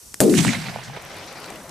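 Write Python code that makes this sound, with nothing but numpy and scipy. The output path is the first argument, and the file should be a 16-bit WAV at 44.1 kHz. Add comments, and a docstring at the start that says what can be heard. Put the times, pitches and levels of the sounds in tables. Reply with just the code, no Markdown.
"""Firecracker on a grassy hillside

Over a faint hiss of air, a low wind and an insect's chirr come a tiny snap and one sharp crack: bursts of noise.
A boom rolls off through the grass: noise in a band that narrows and loses its top.
Slopes mostly on the right return a crackling wash of noise and single echoes made of clicks and short tails.
Far hills on the left add a soft roll of noise. Later, grass ticks and rustles underfoot in short noise flicks.
"""
import sys
import numpy as np
from scipy import signal
from scipy.io import wavfile
from scipy.ndimage import uniform_filter1d

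SR = 44100
rng = np.random.default_rng(int(sys.argv[2]) if len(sys.argv) > 2 else 0)


def master_out(mix):
    """Clip the mix to full scale and print it as 16-bit PCM to the path in sys.argv[1]."""
    frames = np.transpose(np.atleast_2d(mix))
    ceiling = np.clip(frames, -1, 1)
    pcm = np.round(ceiling * 32767).astype(np.int16)
    wavfile.write(sys.argv[1], SR, pcm)


N = 74970
T = np.arange(N) / SR   # time [s]
BANG_S = 0.2035


def from_db(db):
    """Turn decibels into a gain."""
    return 10 ** (np.asarray(db) / 20)


def rms_one(x):
    """Scale a sound to an average (rms) level of 1."""
    return x / np.sqrt(np.mean(x ** 2) + 1e-20)


def in_time(rows):
    """Draw straight lines between (time, value) points, one value per sample."""
    return np.interp(T, *np.transpose(rows))


def at_hz(points, hz):
    """Read a (frequency, value) table at hz, with frequency on a log scale."""
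    point_hz, value = np.transpose(points)
    return np.interp(np.log(hz), np.log(point_hz), value)


def pan(left_minus_right_db):
    """Give left and right gains that keep the total power equal."""
    gains = from_db(np.array([[.5], [-.5]]) * left_minus_right_db)
    return gains / np.sqrt(np.mean(gains ** 2, axis=0))


def bandpass(x, low_hz, high_hz):
    """Keep mainly the sound between two frequencies."""
    return signal.sosfilt(signal.butter(2, [low_hz, high_hz], "band", fs=SR, output="sos"), x)


def stereo_noise(likeness):
    """Make white noise, from unrelated (0) to nearly the same (1) in the two ears."""
    alike = np.clip(likeness, 0, .999)
    mid, side = rng.standard_normal((2, N))
    return np.sqrt((1 + alike) / 2) * mid + np.sqrt((1 - alike) / 2) * side * [[1], [-1]]


def coloured(gain_db, likeness):
    """Add up quarter-octave noise bands, each with its own gain, which may move in time, and stereo width."""
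    edges = np.geomspace(22, 17500, 39)
    white = rng.standard_normal((2, 2, N))
    out = 0
    for k, (low_hz, high_hz) in enumerate(zip(edges, edges[1:])):
        hz = np.sqrt(low_hz * high_hz)
        alike = np.clip(at_hz(likeness, hz), 0, .995)
        # neighbouring bands take turns with two separate noises
        mid, side = bandpass(white[k % 2], low_hz, high_hz)
        stereo = np.sqrt(1 + alike) * mid + np.sqrt(1 - alike) * side * [[1], [-1]]
        out = out + from_db(gain_db(hz)) * stereo
    return out


def shaped(colour, likeness):
    """Make steady noise with a given spectrum and an rms level of 1."""
    return rms_one(coloured(lambda hz: at_hz(colour, hz), likeness))


def smoothed(x, span_s):
    """Take a moving average twice."""
    size = max(int(span_s * SR), 2)
    return uniform_filter1d(uniform_filter1d(x, size), size)


def evened(x, span_s):
    """Hold the short-time level near 1."""
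    power = smoothed(np.mean(x ** 2, axis=0), span_s)
    return x / np.sqrt(np.abs(power) + 1e-20)


def flutter(span_s):
    """Make random swings about span_s long, with a spread of 1."""
    return rms_one(smoothed(rng.standard_normal(N), span_s))


def burst(start, hold, decay):
    """Shape a level that starts at once, holds, then dies away exponentially."""
    return (T >= start) * np.exp(-np.clip((T - start - hold) / decay, 0, 50))


def puff(start, db, hz, octaves, decay, likeness, slap=0):
    """Filter a short noise tail, with an optional click at its head, to one band of pitch."""
    half = 2 ** (np.clip(octaves, .03, 4) / 2)
    tail = burst(start, 0, decay) * stereo_noise(likeness)
    click = slap * (np.arange(N) == int(start * SR))
    banded = bandpass(tail + click, hz / half, min(hz * half, .45 * SR))
    # a wider band lets more noise through, so divide by its width
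    return from_db(db) * banded / np.sqrt(hz * (half - 1 / half) * 2 / SR)


# spectrum of the air's hiss: (frequency [Hz], relative level [dB per Hz])
HISS_COLOUR = [(30, -1), (70, 16), (150, 7), (1000, -0.5), (2500, -6.5), (4500, -2), (5600, 4.5),
               (6800, 2.5), (8200, 6), (10500, 1), (13000, -0.5), (16000, -32)]
# level of the hiss: (time [s], level [dB])
HISS_LEVEL = [(0, -45), (0.2, -46), (0.3, -35), (0.9, -54.5), (1.7, -49)]
# spectrum of the wind's rumble: (frequency [Hz], relative level [dB per Hz])
WIND_COLOUR = [(25, 0), (65, 8), (120, -9), (300, -25)]
# how alike hiss and wind are in the two ears: (frequency [Hz], likeness [0-1])
AIR_LIKENESS = [(100, 0.97), (500, 0.063), (2400, 0.073), (9000, 1)]
WIND_DB = -59


def air():
    """Hiss that swells just after the bang, sinks and partly returns, over a steady low rumble of wind."""
    hiss = from_db(in_time(HISS_LEVEL)) * shaped(HISS_COLOUR, AIR_LIKENESS)
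    wind = from_db(WIND_DB) * shaped(WIND_COLOUR, AIR_LIKENESS)
    return hiss + wind


INSECT_HZ, INSECT_WIDTH_OCT, INSECT_DB = 5910, 0.06, -56.5
INSECT_PULSES_PER_S, INSECT_PULSE_DB = 36, 7   # average rate, swing up and down


def insects():
    """A faint chirr: a narrow band of noise whose level pulses, with slightly uneven timing."""
    edges_hz = INSECT_HZ * 2 ** (INSECT_WIDTH_OCT * np.array([-.5, .5]))
    phase = 2 * np.pi * INSECT_PULSES_PER_S * T + flutter(span_s=0.11)
    pulses = from_db(INSECT_PULSE_DB * np.sin(phase))
    return from_db(INSECT_DB) * rms_one(pulses * bandpass(stereo_noise(likeness=0.34), *edges_hz))


# bursts of the charge: (time [s], level [dB], hold [s], left minus right [dB])
BURSTS = [(0.1422, -23, 0.00085, 1.5), (0.2037, -7, 0.00074, 4)]
# spectrum of snap and crack: (frequency [Hz], relative level [dB per Hz])
CRACK_COLOUR = [(40, 9), (300, 0), (1000, 4.5), (2000, 8), (4000, -4.5), (6000, 6), (9000, 8), (12000, 2.5),
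                (16000, -53)]
# spectrum of the spray: (frequency [Hz], relative level [dB per Hz])
SPRAY_COLOUR = [(600, 0), (1200, -3), (2500, -12), (6000, -10), (9000, 0.5), (11000, -4.5), (13000, -10),
                (16000, -13)]
# how alike these are in the two ears: (frequency [Hz], likeness [0-1])
NEAR_LIKENESS = [(60, 0.3), (2000, 0.72), (9000, 1)]
BURST_RELEASE_S = 0.0015
SPRAY_DB, SPRAY_HOLD_S, SPRAY_DECAY_S = -20.5, 0.011, 0.0094
SPRAY_LINGER_DB, SPRAY_LINGER_S = -28.5, 0.04


def crack():
    """The snap and main crack as tiny noise bursts, then bright spray scattered by the grass close by."""
    noise = evened(shaped(CRACK_COLOUR, NEAR_LIKENESS), span_s=0.00074)
    direct = sum(from_db(db) * burst(start, hold, BURST_RELEASE_S) * pan(side)
                 for start, db, hold, side in BURSTS)
    spray = from_db(SPRAY_DB) * burst(BANG_S, SPRAY_HOLD_S, SPRAY_DECAY_S)
    linger = from_db(SPRAY_LINGER_DB) * burst(BANG_S, 0, SPRAY_LINGER_S)
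    return direct * noise + (spray + linger) * shaped(SPRAY_COLOUR, NEAR_LIKENESS)


# level of the boom before its surges: (time [s], level [dB])
BOOM_LEVEL = [(0.204, -15.5), (0.26, -12), (0.345, -14.5), (0.415, -16.5), (0.442, -26), (0.456, -19),
              (0.49, -16.5), (0.535, -29), (0.585, -29.5), (0.67, -33.5), (0.85, -46.5), (0.92, -34.5),
              (1.0, -53.5), (1.07, -49), (1.5, -64.5)]
# side of the boom: (time [s], left minus right [dB])
BOOM_PAN = [(0.34, 3), (0.43, 6.5), (0.8, 2)]
# band that survives the grass: (time [s], low edge [Hz], high edge [Hz])
BOOM_BAND = [(0.204, 115, 700), (0.232, 171, 530), (0.269, 226, 398), (0.34, 230, 342), (0.389, 147, 284),
             (0.49, 140, 249), (0.63, 123, 200), (1.0, 106, 154)]
BOOM_EDGE_DB_PER_OCT, BOOM_SKIRT_DB_PER_OCT = 40.5, 26.5   # fall above and below the band
BOOM_SURGE_DB_PER_S, BOOM_SURGE_S = 4.5, 0.024   # surges deepen with age
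BOOM_LIKENESS, BOOM_EVEN_S = 0.84, 0.009


def boom():
    """Sound scattered along the ground: longer paths through grass leave a narrower band with less top."""
    time_s, low_hz, high_hz = np.transpose(BOOM_BAND)
    low_oct = np.interp(T, time_s, np.log2(low_hz))
    high_oct = np.interp(T, time_s, np.log2(high_hz))

    def band_gain_db(hz):
        """Quieten pitches the further they lie outside the moving band."""
        above = np.maximum(np.log2(hz) - high_oct, 0)
        below = np.maximum(low_oct - np.log2(hz), 0)
        return -BOOM_EDGE_DB_PER_OCT * above - BOOM_SKIRT_DB_PER_OCT * below

    noise = evened(coloured(band_gain_db, [(200, BOOM_LIKENESS)]), BOOM_EVEN_S)
    surges_db = BOOM_SURGE_DB_PER_S * (T - BANG_S) * flutter(BOOM_SURGE_S)
    level = from_db(in_time(BOOM_LEVEL) + surges_db)
    return (T >= BANG_S) * level * pan(in_time(BOOM_PAN)) * noise


PATCH_DB, PATCH_S = 2, 0.031   # each band swells and fades on its own
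GRAIN_S = 0.0053


def scatter(level, colour, peak_s, loss_db, grain_db, likeness):
    """Countless small echoes from a slope: grainy, and duller the later they arrive."""
    late_s = np.clip(T - peak_s, -.15, .6)

    def band_gain_db(hz):
        """Take more treble away with time, and let each band swell at random."""
        return at_hz(colour, hz) - loss_db * late_s * hz / 1000 + PATCH_DB * flutter(PATCH_S)

    grainy = coloured(band_gain_db, likeness) * from_db(grain_db * flutter(GRAIN_S))
    return (T >= BANG_S) * from_db(in_time(level)) * evened(grainy, span_s=0.037)


# level of the wash from the near slopes: (time [s], level [dB])
WASH_LEVEL = [(0.21, -27), (0.28, -36.5), (0.335, -31.5), (0.38, -21), (0.425, -26), (0.46, -25.5),
              (0.51, -27.5), (0.55, -27.5), (0.585, -35), (0.68, -33), (0.76, -38), (0.92, -43.5),
              (0.96, -36), (1.03, -42.5), (1.17, -40.5), (1.7, -75)]
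# spectrum of the wash at WASH_PEAK_S: (frequency [Hz], relative level [dB per Hz])
WASH_COLOUR = [(30, -28), (300, -15.5), (700, -1), (1100, -7), (2100, 2), (3000, 0), (5000, 0), (8000, 1.5),
               (11000, -6), (15000, -26)]
# side of the wash: (time [s], left minus right [dB])
WASH_PAN = [(0.21, 0), (0.29, -5.5), (0.55, -5), (1.1, -1)]
# how alike the wash is in the two ears: (frequency [Hz], likeness [0-1])
WASH_LIKENESS = [(300, 0.81), (6000, 0.65)]
WASH_PEAK_S, WASH_LOSS_DB_PER_KHZ_S, WASH_GRAIN_DB = 0.37, 10, 2


def near_wash():
    """A crackling wash: scattered noise from the near slopes, leaning right."""
    wash = scatter(WASH_LEVEL, WASH_COLOUR, WASH_PEAK_S, WASH_LOSS_DB_PER_KHZ_S, WASH_GRAIN_DB, WASH_LIKENESS)
    return wash * pan(in_time(WASH_PAN))


# single echoes off the slopes:
# (time [s], strength [dB], centre [Hz], width [octaves], decay [s], left minus right [dB])
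ECHOES = [(0.297, -26, 3400, 0.55, 0.0016, -12), (0.34, -24.5, 1740, 1, 0.0016, -2),
          (0.388, -20.5, 1830, 3, 0.012, -27), (0.4493, -14.5, 970, 1.84, 0.0024, -11),
          (0.4675, -21, 1160, 2.6, 0.0037, -5.5), (0.481, -24, 2020, 0.6, 0.0042, -7),
          (0.491, -20, 2180, 0.33, 0.0035, -3), (0.506, -24.5, 2100, 0.17, 0.0013, 3),
          (0.534, -23, 1460, 2.2, 0.0049, -5), (0.546, -25, 2130, 0.15, 0.0075, -5),
          (0.685, -29.5, 1720, 0.63, 0.0045, -6), (0.7602, -18.5, 578, 0.81, 0.0015, -6),
          (0.787, -32.5, 750, 1, 0.0063, -6), (0.898, -34, 660, 0.74, 0.0042, -6.5),
          (0.971, -33.5, 646, 1.1, 0.0059, -2), (1.504, -34, 630, 0.79, 0.0049, 4)]
ECHO_SLAP = 6.8   # clean click at the head of each echo, against its rough tail


def single_echoes():
    """Separate returns of the bang: each a band-limited click with a short noise tail."""
    return sum(puff(start, db, hz, octaves, decay, likeness=1.0, slap=ECHO_SLAP) * pan(side)
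               for start, db, hz, octaves, decay, side in ECHOES)


# level of the roll from the far hills: (time [s], level [dB])
ROLL_LEVEL = [(0.21, -94), (0.75, -54), (1.0, -45), (1.17, -40), (1.32, -39), (1.52, -37), (1.63, -42),
              (1.7, -41.5)]
# spectrum of the roll at ROLL_PEAK_S: (frequency [Hz], relative level [dB per Hz])
ROLL_COLOUR = [(50, -30), (150, 1), (620, 3.5), (1600, -2), (2800, -6.5), (5000, -6.5), (8000, -25.5),
               (15000, -74)]
# how alike the roll is in the two ears: (frequency [Hz], likeness [0-1])
ROLL_LIKENESS = [(1000, 0.96), (4500, 0.63)]
ROLL_PEAK_S, ROLL_LOSS_DB_PER_KHZ_S, ROLL_GRAIN_DB = 1.335, 6.5, 1.5
ROLL_PAN_DB = 2.5   # left minus right


def far_roll():
    """A soft roll: scattered noise from the far hills, arriving slowly from the left."""
    roll = scatter(ROLL_LEVEL, ROLL_COLOUR, ROLL_PEAK_S, ROLL_LOSS_DB_PER_KHZ_S, ROLL_GRAIN_DB, ROLL_LIKENESS)
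    return roll * pan(ROLL_PAN_DB)


# grass blades ticking and brushing underfoot: (time [s], level [dB], centre [Hz], decay [s])
TICKS = [(0.835, -39.5, 4340, 0.042), (1.167, -39.5, 8000, 0.0029), (1.443, -31, 3600, 0.0018),
         (1.503, -32.5, 7000, 0.0014), (1.557, -39, 8700, 0.0017), (1.694, -32.5, 6600, 0.0013)]
TICK_WIDTH_OCT = 1.37


def grass_ticks():
    """Blades tick and brush underfoot: short fading puffs of noise in one band each."""
    return sum(puff(start, db, hz, TICK_WIDTH_OCT, decay, likeness=0.88) for start, db, hz, decay in TICKS)


RUSTLE_FROM_S, RUSTLE_PER_S = 0.96, 90   # flicks per second, on average
RUSTLE_DB, RUSTLE_SPREAD_DB = -61.5, 6.5
RUSTLE_LOW_HZ, RUSTLE_HIGH_HZ = 7000, 12400


def rustle():
    """Blades of grass flick at random, each a burst of bright noise fading over about a millisecond."""
    sizes = from_db(RUSTLE_SPREAD_DB * np.minimum(rng.exponential(1, N), 3))
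    flicks = sizes * (rng.random(N) < RUSTLE_PER_S / SR) * (T > RUSTLE_FROM_S)
    fading = signal.lfilter([1], [1, -np.exp(-1000 / SR)], flicks + 1e-18)
    grains = fading * stereo_noise(likeness=.9)
    return from_db(RUSTLE_DB) * rms_one(bandpass(grains, RUSTLE_LOW_HZ, RUSTLE_HIGH_HZ))


def scene():
    """Add together everything on the hillside."""
    background = air() + insects()
    bang = crack() + boom()
    hills = near_wash() + single_echoes() + far_roll()
    grass = grass_ticks() + rustle()
    return background + bang + hills + grass


CUTOFF_HZ = 15300


def record(dry):
    """Round off the peaks smoothly below 0.85, then cut the highest treble."""
    rounded = dry / (1 + (dry / .85) ** 6) ** (1 / 6)
    return signal.sosfilt(signal.ellip(10, .1, 80, CUTOFF_HZ, fs=SR, output="sos"), rounded)


dry = scene()
out = record(dry)
master_out(out)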